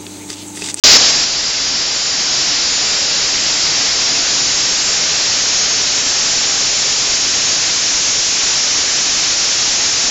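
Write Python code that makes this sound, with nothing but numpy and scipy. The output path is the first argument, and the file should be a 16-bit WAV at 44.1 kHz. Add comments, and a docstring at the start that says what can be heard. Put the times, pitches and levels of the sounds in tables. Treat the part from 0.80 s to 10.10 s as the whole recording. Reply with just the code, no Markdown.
"""A harsh, ringing hiss over a low roar: a giant circular saw cuts wet stone in a steel shed, metres away.
Diamond segments grind grit and ring the blade; cooling water sprays; the drive hums.
Friction keeps three blade modes singing, with squeals from about 1.2 s; later the blade groans in its slot.
The hiss overloads a small camera's microphone, whose gain control steps down just after the start."""
import sys
import numpy as np
from scipy import signal
from scipy.fft import rfft, irfft
from scipy.io import wavfile

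SR = 44100
rng = np.random.default_rng(int(sys.argv[2]) if len(sys.argv) > 2 else 0)


def int16_out(signal):
    """Quantize to a 16-bit WAV file."""
    q = np.round(np.clip(np.atleast_2d(signal).T, -1, 1) * 32767)
    wavfile.write(sys.argv[1], SR, q.astype(np.int16))


N = 410130
TIME_S = np.arange(N) / SR
FREQ_HZ = np.arange(N // 2 + 1) * SR / N

# Blade modes rung by grit, three bands: pitch_hz, width_hz, relative_db
LOWER_MODES = [(3970, 260, -6.5), (4528, 120, -1), (4766, 150, 0), (4940, 130, 2), (5140, 150, -1.5)]
MIDDLE_MODES = [(5200, 100, -4.5), (5404, 180, 0.5), (5564, 180, -1.5), (5750, 230, -5)]
UPPER_MODES = [(5790, 260, -2.5), (6020, 200, -1), (6230, 250, -1), (6560, 140, 0.5), (6980, 550, -1.5),
               (7400, 270, -1.5)]
# Spectrum of crushing stone: freq_hz, relative_db
GRIND_SPECTRUM = [(200, -27.5), (1000, -16), (1700, -9.5), (2600, -5), (3400, -3.5), (4200, -0.5),
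                  (5400, -1.5), (6500, -4), (7100, -5), (7600, -12.5), (11000, -32.5)]
# Beaming towards the upper modes as the listener shifts: time_s, tilt_db
BEAM_TILT = [(0.0, -3.5), (1.9, -3), (4.0, 0), (4.6, 1.0), (7.3, 3), (9.3, 3)]
# Spectrum of spray and shed boom: freq_hz, relative_db
ROAR_SPECTRUM = [(15, -14), (28, -12), (95, -15.5), (135, -3.5), (190, -5.5), (275, 3.5), (370, 1.5),
                 (500, 1.5), (660, 2.5), (950, -4), (1600, 1.5), (3000, 1), (8000, -13)]
# Slow level change of the roar: time_s, offset_db
ROAR_TREND = [(0.0, 1), (0.7, -0.3), (3.4, 0.7), (7.3, -1.6), (9.3, -1.5)]
# Motor and belt tones: pitch_hz, wander_hz, level_db
DRIVE_TONES = [(118, 2, -39), (137, 3, -39), (276, 7, -34), (445, 5, -39), (829, 4, -36.5)]
# Blade modes sustained by friction: mode -> pitch_hz
SING_PITCH_HZ = {"low": 6520, "middle": 7025, "high": 7533}
# Their base levels between squeals: mode -> level_db
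SING_LEVEL_DB = {"low": -17.5, "middle": -17, "high": -14.3}
# Flank rubbing in the slot, with one slack spell: time_s, offset_db
RUBBING = [(0.0, 0.5), (7.4, 0), (8.6, -8), (9.2, 1)]
# The flank catches and one mode flares: centre_s, length_s, mode, rise_db
SQUEALS = [(1.232, 0.17, "middle", 8.5), (1.448, .3, "low", 4.5), (2.041, .36, "middle", 8),
           (3.519, .3, "middle", 5.5), (3.72, .55, "low", 5.5), (4.06, .12, "low", 8),
           (4.059, .18, "high", 7.5), (4.72, .45, "low", 8.5), (5.8, .65, "middle", 6.5),
           (6.3, .4, "low", 4), (6.702, .2, "middle", 5), (7.311, .12, "low", 9.5),
           (7.72, .18, "middle", 10), (8.96, .18, "low", 8)]
# Blade groaning in the slot: centre_s, length_s, pitch_hz, level_db
GROANS = [(3.3, .5, 680, -25.5), (3.5, .35, 1560, -27), (5.38, .22, 828, -29), (5.72, .2, 798, -26)]


def undb(db):
    """Decibels to gain."""
    return 10 ** (np.asarray(db) / 20)


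def unit(x):
    """Scale to rms 1."""
    return x / np.sqrt(np.mean(x ** 2))


def curve(table):
    """Interpolate (time_s, value) rows per sample."""
    return np.interp(TIME_S, *np.transpose(table))


def walk(rate_hz):
    """Smooth random motion, rms 1, bandwidth about rate_hz."""
    return unit(irfft(rfft(rng.standard_normal(N)) * np.exp(-(FREQ_HZ / rate_hz) ** 2), N))


def swell(centre_s, length_s):
    """Smooth bump, 0 to 1 and back; above one half for length_s."""
    return np.cos(np.pi * np.clip((TIME_S - centre_s) / (2 * length_s), -.5, .5)) ** 2


def colour(x, spectrum):
    """Filter by (freq_hz, relative_db) points; rms 1."""
    hz, db = np.transpose(spectrum)
    gain_db = np.interp(np.log(FREQ_HZ + 1), np.log(hz), db)
    return unit(irfft(rfft(x) * undb(gain_db), N))


def ring(x, modes):
    """Resonances adding in power, as in a diffuse field; rms 1."""
    power = sum(undb(db) ** 2 / (1 + ((FREQ_HZ ** 2 - hz ** 2) / (width_hz * (FREQ_HZ + 1))) ** 2)
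                for hz, width_hz, db in modes)
    return unit(irfft(rfft(x) * np.sqrt(power), N))


def tone(pitch_hz, wander_hz, rate_hz=12):
    """Sine with wandering pitch, rms 1."""
    return np.sqrt(2) * np.sin(2 * np.pi * np.cumsum(pitch_hz + wander_hz * walk(rate_hz)) / SR)


def blade_load(turn_hz=9.53, uneven_db=.82):
    """The untrue blade presses once a turn; high segments bite three times a turn."""
    angle_rad = 2 * np.pi * turn_hz * TIME_S
    runout_db = .45 * np.sin(angle_rad) + .5 * np.sin(3 * angle_rad)
    return undb(runout_db - uneven_db * walk(21))


def grit(load, hits_per_s=16000, scatter_db=1.5):
    """Tiny stone fractures, dense enough to merge; harder under load."""
    hits = rng.random(N) < hits_per_s / SR
    return hits * rng.standard_normal(N) * undb(scatter_db * rng.exponential(size=N)) * load


def cutting(grind_db=-4, lower_db=-8, middle_db=-7, upper_db=-7):
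    """Grit hisses and rings the steel disc, which beams low and high modes different ways."""
    load = blade_load()
    tilt_db = curve(BEAM_TILT)
    grind = undb(grind_db) * colour(grit(load), GRIND_SPECTRUM)
    lower = undb(lower_db - 1.05 * tilt_db) * ring(grit(load), LOWER_MODES)
    middle = undb(middle_db) * ring(grit(load), MIDDLE_MODES)
    upper = undb(upper_db + .85 * tilt_db) * ring(grit(load), UPPER_MODES)
    return grind + lower + middle + upper


def singing(wander_hz=2.36, drift_db=2.0, flutter_db=2.1):
    """Self-excited blade modes follow the rubbing and flutter; their drift fades during squeals."""
    rubbing_db = curve(RUBBING)
    out = np.zeros(N)
    for mode, pitch_hz in SING_PITCH_HZ.items():
        flares = [(swell(centre_s, length_s), db)
                  for centre_s, length_s, which, db in SQUEALS if which == mode]
        rise_db = sum(shape * db for shape, db in flares)
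        drift_share = 1 - np.minimum(sum(shape for shape, _ in flares), 1)
        random_db = drift_db * drift_share * walk(4.6) + flutter_db * walk(11)
        out += tone(pitch_hz, wander_hz) * undb(SING_LEVEL_DB[mode] + rubbing_db + rise_db + random_db)
    return out


def roar(level_db=-13, surge_db=.5):
    """Thrown cooling water and machinery fill the shed."""
    noise = colour(rng.standard_normal(N), ROAR_SPECTRUM)
    return noise * undb(level_db + curve(ROAR_TREND) + surge_db * walk(6))


def drive(waver_db=3):
    """Motor and belt tones waver under load."""
    return sum(tone(pitch_hz, wander_hz) * undb(level_db + waver_db * walk(3.6))
               for pitch_hz, wander_hz, level_db in DRIVE_TONES)


def groans(wander_hz=15, rough_db=3):
    """The blade rubs in its slot: short rough tones swell and fade."""
    return sum(tone(hz, wander_hz, rate_hz=30) * swell(centre_s, length_s) * undb(db + rough_db * walk(25))
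               for centre_s, length_s, hz, db in GROANS)


def scene():
    """The saw at work, mono."""
    return (cutting() + singing() + roar() + drive() + groans())[None]


def gain_control(x, aim_db=-14.2, cut_db=3.5, clip_cut_db=1.6, creep_db=.6):
    """Block by block: cut in coarse steps, hold, creep back up to the aim."""
    start_s, block_s, hold_blocks = .0375, .1355, 6
    size = int(block_s * SR)
    gain_db, wait_blocks = 0, 0
    out = np.zeros(N)
    for i in range(int(start_s * SR), N, size):
        block = x[i:i + size] * undb(gain_db)
        out[i:i + size] = block
        over_db = 10 * np.log10(np.mean(block ** 2)) - aim_db
        clipped = np.abs(block).max() > 1
        wait_blocks -= 1
        # clipping starts a run of cuts, until the level is under the aim
        if clipped or (wait_blocks > 0 and over_db > 0):
            gain_db = gain_db - cut_db - clipped * clip_cut_db
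            wait_blocks = hold_blocks
        elif wait_blocks <= 0 and over_db < -creep_db:
            gain_db += creep_db
    return out


def record(dry, overload_db=2, sampler_hz=15000, band_hz=7150, trim_db=-4.5, top_hz=7600):
    """Microphone saturates, slow sampler folds the treble back; then gain control, clipping, low-pass."""
    saturated = np.tanh(undb(overload_db) * unit(dry[0]))
    folded = saturated * (1 + 2 * np.cos(2 * np.pi * sampler_hz * TIME_S))
    band = irfft(rfft(folded) / np.sqrt(1 + np.minimum(FREQ_HZ / band_hz, 2) ** 50), N)
    levelled = gain_control(unit(band) * undb(trim_db))
    lowpass = signal.ellip(8, .2, 70, top_hz, fs=SR, output="sos")
    return signal.sosfilt(lowpass, np.clip(levelled, -1, 1))[None]


dry = scene()
out = record(dry)
int16_out(out)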